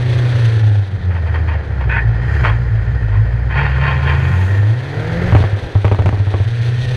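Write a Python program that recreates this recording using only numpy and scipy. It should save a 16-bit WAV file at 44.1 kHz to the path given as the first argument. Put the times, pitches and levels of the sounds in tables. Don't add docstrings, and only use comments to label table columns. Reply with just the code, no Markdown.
import sys
import numpy as np
from scipy import signal
from scipy.fft import rfft, irfft
from scipy.io import wavfile
from scipy.ndimage import uniform_filter1d

SR = 44100
rng = np.random.default_rng(int(sys.argv[2]) if len(sys.argv) > 2 else 0)


def output_pcm(signal):
    pcm = np.clip(np.atleast_2d(signal).T, -1, 1) * 32767
    wavfile.write(sys.argv[1], SR, np.round(pcm).astype(np.int16))


N = 306936
T = np.arange(N) / SR
MID_FIRING_HZ = 80


# time_s, firing_hz
ENGINE_SPEED = [(0, 123.5), (.33, 121.6), (.5, 113.3), (.65, 108.6), (.9, 94.5), (1.1, 88), (1.3, 77.6),
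                (1.42, 80), (1.75, 67.5), (2, 58.6), (2.19, 55.5), (2.36, 74.9), (2.47, 52), (2.62, 61.1),
                (2.8, 52.9), (2.95, 65.4), (3.1, 49.5), (3.25, 56), (3.75, 68), (4, 75.1), (4.25, 84),
                (4.68, 105.5), (4.85, 137.8), (5.25, 178), (5.7, 160), (5.8, 106), (6.3, 106),
                (6.52, 116.2), (6.96, 127)]
# time_s, effort_db, strain_db
ENGINE_LOAD = [(0, -5, -4.5), (.42, 1, -0.5), (.85, -14.5, -13), (1.05, -14, -10.5), (1.35, -3.5, -5),
               (1.7, -8, -8.5), (2.12, -6, -6), (2.4, 0.5, 4), (2.6, -9, -6), (3.45, -8, -7),
               (3.7, -10.5, 0), (4.55, -1, -4.5), (4.75, -10.5, -8), (5.28, 4, 3), (5.7, -10.5, -9.5),
               (6.3, -11, -9.5), (6.55, -17, -7), (6.96, -10.5, -9.5)]

def engine_state():
    firing_hz = curves(ENGINE_SPEED)[0] * (1 + .002 * wander(15))
    effort_db, strain_db = curves(ENGINE_LOAD)
    return firing_hz, np.cumsum(firing_hz) / SR, effort_db, strain_db


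# firing_hz, level_db
DRONE_LEVELS = [(50, -17.5), (68, -16), (86, -14.5), (105, -7.5), (124, -13.5), (135, -24), (158, -25.5),
                (178, -19.5)]
# start_s, length_s, depth_db
DROPOUTS = [(0.796, 0.14, -13.5), (0.959, 0.077, -30), (1.587, 0.15, -10), (5.292, 1.18, -21.5)]

def exhaust(firings, firing_hz, effort_db):
    dropout_db = sum(db * ramped(start, length, ramp_s=.072) for start, length, db in DROPOUTS)
    burble_db = 2.8 * (1 - steadiness(firing_hz)) * wander(19)
    drone_gain = gain_at(DRONE_LEVELS, firing_hz) * amp(.2 * effort_db + dropout_db + burble_db)
    drone = drone_gain * np.sqrt(2) * np.sin(2 * np.pi * firings)
    boom = pipe_boom() * driven(effort_db, firing_hz, base_db=-20.5, db_per_load_db=.2, db_per_oct=-.8)
    orders_gain = driven(effort_db, firing_hz, base_db=-17, db_per_load_db=.5, db_per_oct=0)
    orders = orders_gain * engine_orders(firings, firing_hz)
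    return drone + amp(.31 * dropout_db) * (orders + boom)


def pipe_boom():
    boom = narrow_band(noise(), [(102.9, 22.6, 0)])
    local_power = uniform_filter1d(boom ** 2, size=6000)
    return boom / np.sqrt(local_power + .026)


# firing_multiple, level_db
ORDERS = [(.25, -3), (.5, -10), (.75, -9.5), (1.5, -18), (2, 1.5), (2.5, -10), (3, -4), (4, -9)]
# freq_hz, gain_db
PIPE_RESPONSE = [(30, -17), (70, -11.5), (108, 9.5), (135, -5), (150, -14.5), (177, -6.5), (215, -24.5),
                 (340, -15.5), (500, -7.5), (700, -30)]

def engine_orders(firings, firing_hz, waver=.32, smear_rad=.16):
    tones = np.zeros(N)
    for multiple, db in ORDERS:
        gain = amp(db) * gain_at(PIPE_RESPONSE, firing_hz * multiple) * (1 + waver * wander(12))
        phase = multiple * (2 * np.pi * firings + smear_rad * wander(24))
        tones += gain * np.sin(phase)
    return tones


# freq_hz, gain_db
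RASP_SPECTRUM = [(100, -25), (220, -3.5), (300, 1), (360, 2.5), (490, 3), (560, -1.5), (800, -2),
                 (1150, -14), (1700, -10), (3000, -46)]

def exhaust_rasp(firings, firing_hz, stroke, effort_db):
    puffs = cycle_noise(firings, firing_hz) * (.5 + stroke) * lope(firings)
    gain = driven(effort_db, firing_hz, base_db=-31, db_per_load_db=.43, db_per_oct=2.5)
    return gain * unit_rms(colour(puffs, RASP_SPECTRUM))


def cycle_noise(firings, firing_hz, size=1024):
    position = firings / 4
    cycles = rng.standard_normal((int(position[-1]) + 2, size))
    alike = np.interp(np.arange(len(cycles)), position, steadiness(firing_hz))
    for k in range(1, len(cycles)):
        cycles[k] = alike[k] * cycles[k - 1] + np.sqrt(1 - alike[k] ** 2) * cycles[k]
    gas = np.interp(position * size, np.arange(cycles.size), cycles.ravel())
    return unit_rms(gas * np.sqrt(firing_hz))


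# firing_hz, correlation
CYCLE_LIKENESS = [(52, 0.28), (85, 0.46), (118, 0.74), (150, 0.6), (178, 0.2)]

def steadiness(firing_hz):
    return np.interp(firing_hz, *np.transpose(CYCLE_LIKENESS))


def lope(firings):
    return 1 + .11 * np.cos(np.pi / 2 * firings)


# start_s, boom_db, bark_db
BACKFIRES = [(5.324, 1, -17.5), (5.350, 3.5, -9), (5.404, -0.5, -20.5), (5.439, -2, -20.5),
             (5.528, -5.5, -39), (5.753, 0, -20.5), (5.846, -1, -13.5), (5.915, -3.5, -13),
             (5.990, -1.5, -17.5), (6.063, -4, -20), (6.127, -5, -21.5), (6.198, -4, -27), (6.269, -7, -25),
             (6.34, -4.5, -17.5), (6.401, -4.5, -24.5)]
# freq_hz, gain_db
BARK_SPECTRUM = [(100, 10.5), (170, -9), (300, 5.5), (450, 3), (750, -0.5), (1150, -5.5), (1600, -16),
                 (2300, -16), (3000, -20.5), (5000, -48), (12000, -57.5)]

def backfires(boom_hz=101, boom_attack_s=.0025, boom_decay_s=.039, bark_decay_s=.025, echo_s=.0058):
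    mix, t = np.zeros(N), T[:SR // 4]
    boom_envelope = np.exp(-t / boom_decay_s) * (1 - np.exp(-t / boom_attack_s))
    boom = -np.sin(2 * np.pi * boom_hz * t) * boom_envelope
    for start, boom_db, bark_db in BACKFIRES:
        burst = rng.standard_normal(len(t)) * np.exp(-t / bark_decay_s)
        burst[0] -= 24
        burst[round(echo_s * SR)] += 15
        bark = colour(burst, BARK_SPECTRUM)
        add(mix, start, amp(boom_db) * boom + amp(bark_db) * bark / np.std(bark[:SR // 100]))
    return mix


# start_s, peak_db
TAILPIPE_CRACKS = [(5.352, -12), (5.3649, -9), (5.4393, -12), (5.8516, -9), (5.8673, -16), (5.8808, -9),
                   (5.918, -17), (5.923, -10.5), (5.9469, -10), (5.987, -19), (6.0224, -11), (6.0597, -4.5),
                   (6.082, -15), (6.0913, -5), (6.145, -18), (6.1733, -17.5), (6.3415, -24)]
# freq_hz, gain_db
CRACK_SPECTRUM = [(150, 13), (500, 8.5), (1200, 2.5), (2700, -6.5), (4000, -21), (7000, -29.5),
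                  (14000, -46)]

def tailpipe_cracks(decay_s=.0031):
    mix, t = np.zeros(N), T[:SR // 4]
    for start, peak_db in TAILPIPE_CRACKS:
        burst = rng.standard_normal(len(t)) * np.exp(-t / decay_s)
        burst[0] -= 8
        crack = colour(burst, CRACK_SPECTRUM)
        add(mix, start, amp(peak_db) * crack / abs(crack).max())
    return mix


# start_s, length_s, scrub_db, squeal_db
TYRE_SLIPS = [(1.103, 0.0095, -27.5, -39), (1.145, 0.018, -27.5, -49), (1.256, 0.038, -30, -47),
              (1.338, 0.022, -22, -37), (1.475, 0.079, -25, -35), (1.803, 0.011, -22.5, -49),
              (1.894, 0.098, -25, -19), (2.433, 0.074, -14.5, -35), (3.115, 0.063, -30.5, -55),
              (3.499, 0.036, -35.5, -34)]
# pitch_hz, width_hz, gain_db
TREAD_MODES = [(465, 40, -6), (531, 25, -8), (912, 35, 0), (1050, 35, 0), (1235, 30, -8), (1428, 40, -1),
               (1568, 40, -4), (1755, 45, -4), (1857, 35, 3), (2190, 40, -5), (2289, 16, -2),
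               (2372, 25, -4), (2489, 16, -1), (2561, 14, -1), (2720, 40, -11), (3085, 45, -6),
               (3250, 55, -8), (3670, 50, -6), (4390, 70, -5)]
SQUEAL_MODES = [(924, 18, -3), (1523, 22, -1), (1610, 25, -4), (1708, 30, 2), (1796, 22, 0), (1854, 20, -2),
                (1988, 28, -4), (2173, 18, -8), (2357, 30, -2), (2473, 20, 0), (3240, 50, -13)]
# freq_hz, gain_db
TREAD_SPECTRUM = [(400, 3), (800, 5.5), (2600, -1.5), (2850, 2.5), (3250, -3), (3600, -13), (4400, -13.5),
                  (5300, -25), (12000, -41)]
SQUEAL_SPECTRUM = [(700, 2.5), (1500, 5), (2500, 5), (3200, -5.5), (8000, -32)]
GRIT_SPECTRUM = [(240, -28), (400, -6), (615, 1), (1040, 0.5), (1290, -1), (1840, 0), (2070, -2.5),
                 (2580, -11), (2860, -32), (3130, -21.5), (4010, -38.5), (4450, -29), (9000, -47.5),
                 (11700, -87), (19800, -120)]
SPIN_START_S, SPIN_LENGTH_S = 3.495, .82

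def tyres(judder_db=3, judder_hz=163, fade_db_per_s=49):
    spin = amp(-27.5) * held(SPIN_START_S, SPIN_LENGTH_S, attack_s=.044, release_s=.23) + surges()
    slide = amp(-42) * ramped(start_s=1.42, length_s=3.65, ramp_s=.23)
    squeal = amp(-10.5) * spin
    for start, length, scrub_db, squeal_db in TYRE_SLIPS:
        bite = amp(scrub_db - fade_db_per_s * abs(T - start))
        slide += bite * held(start, length, attack_s=.0056, release_s=.021)
        squeal += amp(squeal_db) * held(start, length, attack_s=.0015, release_s=.011)
    judder = amp(judder_db * wander(judder_hz))
    tread = unit_rms(colour(ring(noise() * judder, TREAD_MODES), TREAD_SPECTRUM))
    grit = unit_rms(colour(noise() * judder, GRIT_SPECTRUM))
    chirp = unit_rms(colour(ring(noise() * judder, SQUEAL_MODES), SQUEAL_SPECTRUM))
    grind = amp(-5) * slide + amp(-11) * spin
    return amp(-5) * (slide + spin) * tread + grind * grit + squeal * chirp


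# start_s, length_s, level_db
SPIN_SURGES = [(3.54, 0.072, -15), (3.801, 0.092, -17), (4.043, 0.056, -14.5)]

def surges():
    return sum(amp(db) * held(start, length, attack_s=.035, release_s=.04)
               for start, length, db in SPIN_SURGES)


def wheel_shudder(base_hz=129, lift_hz=11.15):
    surge = surges()
    pitch_hz = base_hz + lift_hz * np.sqrt(surge / surge.max())
    envelope = held(SPIN_START_S, SPIN_LENGTH_S, attack_s=.041, release_s=.07)
    hum = np.sqrt(2) * np.sin(2 * np.pi * np.cumsum(pitch_hz) / SR)
    return envelope * amp(-17.5 + 2 * wander(60)) * hum


# freq_hz, gain_db
CLATTER_SPECTRUM = [(600, -13.5), (1150, -9), (1400, -2.5), (1850, 0), (2100, -5), (2550, -12.5),
                    (2900, -18.5), (3200, -13.5), (3550, -28.5), (4200, -21), (4900, -22.5), (5400, -32),
                    (7000, -31.5), (7500, -42.5), (12500, -40.5), (14000, -50)]
# pitch_hz, width_hz, gain_db
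PANEL_MODES = [(487, 25, -4), (920, 30, -8), (1057, 35, -8), (1422, 35, -4), (1527, 35, -7), (1740, 40, -2),
               (1857, 28, 2), (2358, 18, -4), (3085, 50, -6), (4145, 60, -5), (4950, 200, -3)]

def block_clatter(firings, firing_hz, stroke, strain_db):
    rattle = cycle_noise(firings, firing_hz) + .65 * noise()
    knocks = colour(rattle * (2.7 + stroke) * lope(firings), CLATTER_SPECTRUM)
    shake = amp(-2.5 - 12 * np.log2(firing_hz / MID_FIRING_HZ))
    clatter = (knocks + shake * ring(knocks, PANEL_MODES)) / np.sqrt(1 + .66 * shake)
    gain = driven(strain_db, firing_hz, base_db=-30.5, db_per_load_db=.9, db_per_oct=-.3)
    return gain * unit_rms(clatter)


# centre_s, half_length_s, level_db
BUZZ_SWELLS = [(2.01, 0.055, -29), (2.34, 0.067, -29.5), (3, 0.035, -38), (4.52, 0.19, -33.5),
               (6.82, 0.17, -37)]
# pitch_hz, width_hz, gain_db
BUZZ_RESONANCES = [(1800, 95, -0.5), (1866, 51, 0)]

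def panel_buzz(firings):
    shaking = noise() * (1 + .55 * np.cos(2 * np.pi * firings))
    return swells(BUZZ_SWELLS) * narrow_band(shaking, BUZZ_RESONANCES)


# time_s, level_db
AIR_LEVELS = [(0, -37.5), (.45, -35.5), (1.1, -53), (1.8, -53.5), (3.45, -55), (4.2, -45.5), (5.25, -41),
              (6.2, -44), (6.96, -35.5)]
# freq_hz, gain_db
AIR_SPECTRUM = [(1500, -15.5), (2500, 2.5), (2900, -1.5), (3300, 2.5), (3900, -1), (4300, -2),
                (5150, -14.5), (6100, -10.5), (7300, -24.5), (8100, -17), (9200, -25), (10500, -22),
                (11400, -35), (15000, -35.5)]

def air_rush(firings, stroke):
    hiss = unit_rms(colour(noise() * (1 + .66 * stroke) * lope(firings), AIR_SPECTRUM))
    return amp(curves(AIR_LEVELS)[0] + 1.8 * wander(35)) * hiss


# centre_s, half_length_s, level_db
WIND_GUSTS = [(.15, 0.21, -27.5), (1.476, 0.032, -30), (1.764, 0.069, -32), (5.26, 0.091, -22),
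              (6, .2, -34), (6.94, .15, -33)]
# freq_hz, gain_db
BUFFET_SPECTRUM = [(8, -9), (25, -4.5), (45, -1.5), (80, 1.5), (200, -12.5), (400, -37)]

def wind_buffet(lull_db=-43.5):
    rumble = unit_rms(colour(noise(), BUFFET_SPECTRUM)) * amp(6.4 * wander(9.5))
    return (amp(lull_db) + swells(WIND_GUSTS)) * rumble


# time_s, level_db
BOOST_LEVELS = [(2.1, -81), (2.34, -57), (2.65, -67), (3.6, -70.5), (4.45, -51.5), (4.8, -66), (5.4, -72),
                (6.96, -89)]
# freq_hz, gain_db
INTAKE_SPECTRUM = [(4500, -13.5), (5700, -2.5), (6900, 2.5), (7350, -7), (8300, -4.5), (9300, -9.5),
                   (10500, -10), (11300, -14), (12400, -7.5), (13200, -16), (14300, -14), (15200, -29)]
# centre_s, half_length_s, level_db
FLUTTER_SWELLS = [(.84, 0.02, -43.5), (1.03, .035, -48)]
# pitch_hz, width_hz, gain_db
FLUTTER_RESONANCE = [(3670, 800, 0)]

def turbo():
    boost = amp(curves(BOOST_LEVELS)[0] + .8 * wander(40))
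    hiss = boost * unit_rms(colour(noise(), INTAKE_SPECTRUM))
    flutter = swells(FLUTTER_SWELLS) * narrow_band(noise(), FLUTTER_RESONANCE)
    return hiss + flutter


def driven(load_db, firing_hz, base_db, db_per_load_db, db_per_oct):
    return amp(base_db + db_per_load_db * load_db + db_per_oct * np.log2(firing_hz / MID_FIRING_HZ))


def amp(db):
    return 10 ** (np.asarray(db) / 20)


def unit_rms(x):
    return x / np.sqrt(np.mean(x ** 2) + 1e-20)


def curves(rows):
    times, *columns = np.transpose(rows)
    return [np.interp(T, times, column) for column in columns]


def gain_at(spectrum, hz):
    freq_hz, db = np.transpose(spectrum)
    return amp(np.interp(np.log(hz + 1), np.log(freq_hz + 1), db))


def colour(x, spectrum, size=8192):
    hz = abs(np.fft.fftfreq(size, 1 / SR))
    low_hz, high_hz = spectrum[0][0] / 2, spectrum[-1][0] * 2
    skirts = 1 / (1 + (hz / high_hz) ** 4) / (1 + (low_hz / (hz + 1)) ** 4)
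    log_gain = np.log(gain_at(spectrum, hz) * skirts + 1e-5)
    response = np.exp(np.conj(signal.hilbert(log_gain)))
    return signal.oaconvolve(x, irfft(response[:size // 2 + 1]))[:len(x)]


def ring(x, modes):
    return sum(amp(db) * signal.lfilter(*signal.iirpeak(hz, hz / width_hz, fs=SR), x)
               for hz, width_hz, db in modes)


def narrow_band(x, modes):
    return unit_rms(ring(ring(x, modes), modes))


def noise():
    return rng.standard_normal(N)


def wander(rate_hz):
    hz = np.fft.rfftfreq(N // 32, 32 / SR)
    spectrum = rfft(rng.standard_normal(N // 32)) / (1 + (hz / rate_hz) ** 4)
    slow = unit_rms(irfft(spectrum))
    return np.interp(T, np.linspace(0, T[-1], len(slow)), slow)


def held(start_s, length_s, attack_s, release_s):
    t = np.maximum(T - start_s, 0)
    return (1 - np.exp(-t / attack_s)) * np.exp(-np.maximum(t - length_s, 0) / release_s)


def ramped(start_s, length_s, ramp_s):
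    return np.clip(np.minimum(T - start_s, start_s + length_s - T) / ramp_s, 0, 1)


def swells(rows):
    return sum(amp(db) * np.exp(-((T - centre) / half_length) ** 2) for centre, half_length, db in rows)


def add(mix, start_s, sound):
    part = mix[round(start_s * SR):][:len(sound)]
    part += sound[:len(part)]


def scene():
    firing_hz, firings, effort_db, strain_db = engine_state()
    mix = exhaust(firings, firing_hz, effort_db)
    stroke = np.exp(-(firings % 1) / .5) * amp(2 * wander(30))
    mix += exhaust_rasp(firings, firing_hz, stroke, effort_db)
    mix += block_clatter(firings, firing_hz, stroke, strain_db)
    mix += air_rush(firings, stroke) + wind_buffet()
    mix += panel_buzz(firings) + turbo()
    mix += tyres() + wheel_shudder()
    mix += backfires() + tailpipe_cracks()
    return mix[None]


def record(dry, knee=.6, cutoff_hz=15200):
    clean = np.clip(dry, -knee, knee)
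    rounded = clean + (1 - knee) * np.tanh((dry - clean) / (1 - knee))
    lowpass = signal.firwin(511, cutoff_hz, window=("kaiser", 9), fs=SR)
    return signal.oaconvolve(rounded, lowpass[None], "same")


dry = scene()
out = record(dry)
output_pcm(out)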